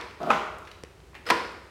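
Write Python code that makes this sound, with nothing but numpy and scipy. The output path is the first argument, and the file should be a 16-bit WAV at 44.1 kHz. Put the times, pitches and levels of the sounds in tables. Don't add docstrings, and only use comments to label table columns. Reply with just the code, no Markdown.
import sys
import numpy as np
from scipy import signal
from scipy.fft import rfft, irfft, next_fast_len
from scipy.io import wavfile

SR = 44100
rng = np.random.default_rng(int(sys.argv[2]) if len(sys.argv) > 2 else 0)


def digitize_waveform(pressure):
    field = np.atleast_2d(pressure).T
    bounded = np.clip(field, -1, 1)
    quanta = np.round(bounded * 32767).astype(np.int16)
    wavfile.write(sys.argv[1], SR, quanta)


N = 74970
LEAD = SR // 4
M = N + LEAD
T = np.arange(M) / SR

def amp(db):
    return 10 ** (np.asarray(db) / 20)

def along(points, hz):
    freqs, values = np.transpose(points)
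    return np.interp(np.log(hz + 1e-6), np.log(freqs), values)

def norm(x):
    return x / (np.linalg.norm(x) + 1e-12)

def fade(t60):
    return np.exp(-np.minimum(np.log(1000) * T / t60, 20))

def rise(seconds):
    return 1 - np.exp(-T / seconds)

def at(start, x):
    return np.pad(x, (max(0, LEAD + round(start * SR)), 0))[:M]

def coloured(x, points, size=4096):
    gain = amp(along(points, np.fft.rfftfreq(size, 1 / SR)))
    cepstrum = irfft(np.log(gain))
    cepstrum[1:size // 2] *= 2
    cepstrum[size // 2 + 1:] = 0
    return signal.oaconvolve(x, irfft(np.exp(rfft(cepstrum))))[:M]

def burst(t60):
    return norm(rng.standard_normal(M) * fade(t60))

def wobble(step):
    knots = rng.standard_normal(M // step + 2)
    return np.interp(np.arange(M) / step, np.arange(len(knots)), knots)

# frequency in Hz, relative level in dB.
AIR_COLOUR = [(20, -51), (40, -15.5), (65, -2), (95, -7), (125, -14.5), (160, -10.5), (220, -20.5),
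              (370, -12), (550, -19), (1000, -24), (1400, -25.5), (2200, -28.5), (4500, -34.5), (9000, -40),
              (15500, -49.5)]
def room_tone(hum_hz=60.1):
    air = coloured(rng.standard_normal(M), AIR_COLOUR)
    hum = np.sqrt(2) * np.sin(2 * np.pi * hum_hz * T)
    return amp(-52.5) * air / air.std() + amp(-65.5) * hum

# frequency in Hz, t60 in seconds.
ROOM_T60 = [(100, 0.54), (350, 0.97), (700, .8), (1300, 0.91), (2800, 0.75), (5000, 0.77), (8000, 0.66),
            (15000, 0.56)]
def echo(gap_s=.005):
    hz, t, spectrum = signal.stft(rng.standard_normal(M), SR, nperseg=256)
    decay = np.exp(-np.log(1000) * t / along(ROOM_T60, hz)[:, None])
    tail = signal.istft(spectrum * decay, SR, nperseg=256)[1][:M]
    early = amp(-8) * burst(t60=.33)
    return (norm(tail) + early) * np.clip(T / gap_s - 1, 0, 1)

def in_room(x, room_db):
    return x + amp(room_db) * signal.oaconvolve(x, echo())[:M]

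# frequency in Hz, gain in dB.
SLAP_COLOUR = [(300, -2), (1200, 4), (2500, -1.5), (4300, -8), (5500, -5), (7400, -12), (9000, -6.5),
               (11000, -21), (15000, -28)]
THUD_COLOUR = [(30, -19), (90, -3), (250, -9), (480, -3), (700, -23), (2000, -42), (6000, -69)]
def bare_foot(start=.8364):
    slap = amp(-10.5) * at(start, coloured(burst(t60=.0035), SLAP_COLOUR))
    thud = amp(9.5) * at(start + .001, coloured(-1. * (T == 0), THUD_COLOUR))
    return in_room(slap + thud, room_db=-16.5)

# start in seconds, level in dB, pitch in Hz, t60 in seconds.
TICKS = [(.012, -11, 3470, 0.017), (.111, -19, 3030, 0.019), (0.2311, -15, 4000, .02),
         (.585, -29.5, 9200, .015), (0.651, -22, 3760, 0.047), (.672, -8.5, 2180, 0.11),
         (0.7147, -12.5, 3300, 0.032), (.849, -21, 2800, .015), (1.002, -29, 3000, 0.017),
         (1.132, -18, 1400, 0.035), (1.144, -15, 2210, 0.045), (1.151, -5, 2040, 0.098),
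         (1.288, -5, 3000, .015), (1.521, -34, 9000, 0.0091)]
# multiple of the pitch, gain in dB.
TICK_SHAPE = [(.06, -10), (.18, 0), (.33, -3.5), (.7, 0), (1, 3), (1.35, -3), (1.9, -11.5), (4, -26.5),
              (8, -36)]
def linkage_ticks():
    ticks = np.zeros(M)
    for start, db, hz, t60 in TICKS:
        colour = [(hz * multiple, gain) for multiple, gain in TICK_SHAPE]
        ticks += amp(db) * at(start, coloured(burst(t60), colour))
    return in_room(ticks, room_db=-3)

def friction_tone(hz, t60, waver):
    pitch = hz * (1 + waver * wobble(step=120))
    return np.sin(2 * np.pi * np.cumsum(pitch) / SR) * fade(t60) * rise(.00062)

def rack(effort, colour, teeth_hz, scrape_db):
    teeth_passed = np.cumsum(teeth_hz * np.exp(.3 * wobble(step=100))) / SR
    clicks = np.diff(np.floor(teeth_passed), prepend=0) * amp(rng.normal(0, 2, M))
    grind = norm(clicks - clicks.mean()) + amp(scrape_db) * norm(rng.standard_normal(M))
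    times, levels = np.transpose(effort)
    force = amp(np.interp(T - LEAD / SR, times, levels, left=-120, right=-120))
    return coloured(grind * force, colour) / coloured(grind, colour).std()

# start in seconds, relative level in dB.
GEAR_SURGES = [(.2028, -7), (.2315, -0.5), (.253, -3.5), (.268, -2), (.284, -1.5)]
# time in seconds, relative level in dB.
DRIVE_EFFORT = [(.203, -4), (.235, -1.5), (.3, 1.5)]
# frequency in Hz, gain in dB.
DRIVE_COLOUR = [(70, -35), (160, -1.5), (390, -5.5), (500, -7.5), (690, 4), (900, -12.5), (1300, -7.5),
                (1650, -21.5), (3700, -28.5), (6500, -42.5), (15000, -49)]
def rack_down():
    groan = sum(amp(db) * at(start, friction_tone(hz=696, t60=.15, waver=.031))
                for start, db in GEAR_SURGES)
    teeth = rack(DRIVE_EFFORT, DRIVE_COLOUR, teeth_hz=330, scrape_db=-2.5)
    return in_room(amp(-27.5) * groan + amp(-31) * teeth, room_db=-4)

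# time in seconds, relative level in dB.
RETURN_EFFORT = [(1.255, -16), (1.263, -21), (1.267, -7), (1.285, -8), (1.301, 0.5)]
# frequency in Hz, gain in dB.
RETURN_COLOUR = [(100, -26), (470, 6.5), (750, -7), (1400, 2), (2200, -6), (3900, -11), (5000, -13),
                 (6200, -21), (8000, -30), (9000, -26), (11500, -26.5), (15000, -36)]
# start in seconds, pitch in Hz, level in dB, t60 in seconds.
SQUEAKS = [(1.2648, 5100, -34.5, 0.055), (1.267, 4600, -48, 0.1), (1.265, 7900, -49, 0.09),
           (1.2648, 1900, -40, .06), (1.266, 1380, -62, .1)]
def rack_back():
    teeth = rack(RETURN_EFFORT, RETURN_COLOUR, teeth_hz=1101, scrape_db=.5)
    squeak = sum(amp(db) * at(start, friction_tone(hz, t60, waver=.016))
                 for start, hz, db, t60 in SQUEAKS)
    return in_room(amp(-28.5) * teeth + squeak, room_db=0)

def strokes(contacts, gap_s=.1):
    rows = np.array(contacts)
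    groups = np.split(rows, 1 + np.flatnonzero(np.diff(rows[:, 0]) > gap_s))
    return [(group[0, 0], group[:, 1].max()) for group in groups]

def knock(contacts, colour, wall_db, wall_t60, room_db):
    push = T == 0
    direct = sum(amp(db) * at(start, push + amp(wall_db) * burst(wall_t60)) for start, db in contacts)
    room = sum(amp(db + room_db) * at(start, echo()) for start, db in strokes(contacts))
    return coloured(direct + room, colour)

def tub_ring(contacts, modes):
    tones = np.zeros(M)
    for hz, db, t60 in modes:
        phase = 2 * np.pi * (hz * T + rng.random()) + .5 * wobble(step=900)
        tones += amp(db) * fade(t60) * np.sin(phase)
    return sum(amp(db) * at(start, tones * rise(.0032)) for start, db in strokes(contacts))

# start in seconds, relative level in dB.
PRESS_CONTACTS = [(0.3009, -14), (0.3042, -0.5), (0.3066, -3.5), (0.3127, -7.5), (.333, -15.5)]
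# frequency in Hz, gain in dB.
PRESS_COLOUR = [(60, -28), (150, -5.5), (300, -5.5), (520, -2.5), (850, 1), (1350, 4), (1700, -8),
                (2000, -5.5), (2600, -7), (3300, -12), (4500, -21), (6800, -25), (8200, -31.5),
                (15000, -43.5)]
# frequency in Hz, relative level in dB, t60 in seconds.
LEVER_MODES = [(930, -5.5, 0.016), (1306, 1.5, 0.014), (2526, -9.5, 0.017)]
PRESSED_TUB_MODES = [(146, -8.5, 0.27), (217, 3, .35), (360, -3, .6), (430.5, -1, 0.64), (623, 4, 0.68),
                     (801, 8, 0.43), (926, -1.5, .5), (1029, 9, 0.41), (1280, -15, .4), (1360, 3, 0.29),
                     (1500, -22.5, 0.54), (1465, 5, .4)]
def pedal_hits_stop():
    clack = sum(amp(db) * fade(t60) * np.sin(2 * np.pi * hz * T) for hz, db, t60 in LEVER_MODES)
    lever = sum(amp(db) * at(start, clack * rise(.00062)) for start, db in PRESS_CONTACTS)
    stop = knock(PRESS_CONTACTS, PRESS_COLOUR, wall_db=-.61, wall_t60=.029, room_db=8.5)
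    ring = tub_ring(PRESS_CONTACTS, PRESSED_TUB_MODES)
    return amp(-6) * lever + amp(11.5) * stop + amp(-34) * ring

# start in seconds, relative level in dB.
RELEASE_CONTACTS = [(-.14, 0.5), (1.3018, 2.5), (1.3036, 2.5), (1.3066, 2.5), (1.3088, -4)]
# frequency in Hz, gain in dB.
RELEASE_COLOUR = [(60, -44), (150, -28), (300, -8.5), (480, -7), (750, -3.5), (1000, -5), (1500, -1),
                  (2200, -0.5), (3300, -8.5), (5200, -10), (6300, -22), (8500, -23), (12000, -33.5),
                  (15500, -43)]
SNAP_COLOUR = [(1000, -27), (5000, -19), (9000, -10), (11500, 2), (13300, -12), (15000, -9.5), (16000, -6)]
BOOM_COLOUR = [(60, -33), (130, -11.5), (200, -3), (320, -2.5), (470, 1), (750, -5.5), (1000, 0.5),
               (1350, -4.5), (2000, -28), (4000, -32), (12000, -54)]
# frequency in Hz, relative level in dB, t60 in seconds.
FREE_TUB_MODES = [(262.5, -10.5, 0.32), (337.7, -3.5, 0.41), (440, -4, 0.33), (475.2, 3, 0.38),
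                  (624, -11.5, 0.46), (898, -2, 0.29), (974, 4.5, 0.43), (1024, 0, 0.48),
                  (1427, -4.5, 0.59), (1720, -10, 0.53), (1860, -8.5, 0.4), (4330, -17, .6)]
def pedal_hits_tub(boom_lag_s=.009):
    hits = strokes(RELEASE_CONTACTS)
    crack = knock(RELEASE_CONTACTS, RELEASE_COLOUR, wall_db=6.1, wall_t60=.016, room_db=6)
    touch = sum(amp(db) * at(start, burst(t60=.004)) for start, db in hits)
    snap = coloured(touch, SNAP_COLOUR)
    shudder = sum(amp(db) * at(start + boom_lag_s, burst(t60=.094) + amp(-4) * echo())
                  for start, db in hits)
    boom = coloured(shudder, BOOM_COLOUR)
    ring = tub_ring(RELEASE_CONTACTS, FREE_TUB_MODES)
    return amp(6) * crack + amp(-5) * snap + amp(18) * boom + amp(-30) * ring

def scene():
    background = room_tone() + bare_foot() + linkage_ticks()
    bucket = rack_down() + pedal_hits_stop() + rack_back() + pedal_hits_tub()
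    return (background + bucket)[None, LEAD:]

def record(dry):
    top_hz = 16100
    size = next_fast_len(N + SR // 2)
    passband = np.fft.rfftfreq(size, 1 / SR) < top_hz
    return irfft(rfft(dry, size) * passband, size)[:, :N]

dry = scene()
out = record(dry)
digitize_waveform(out)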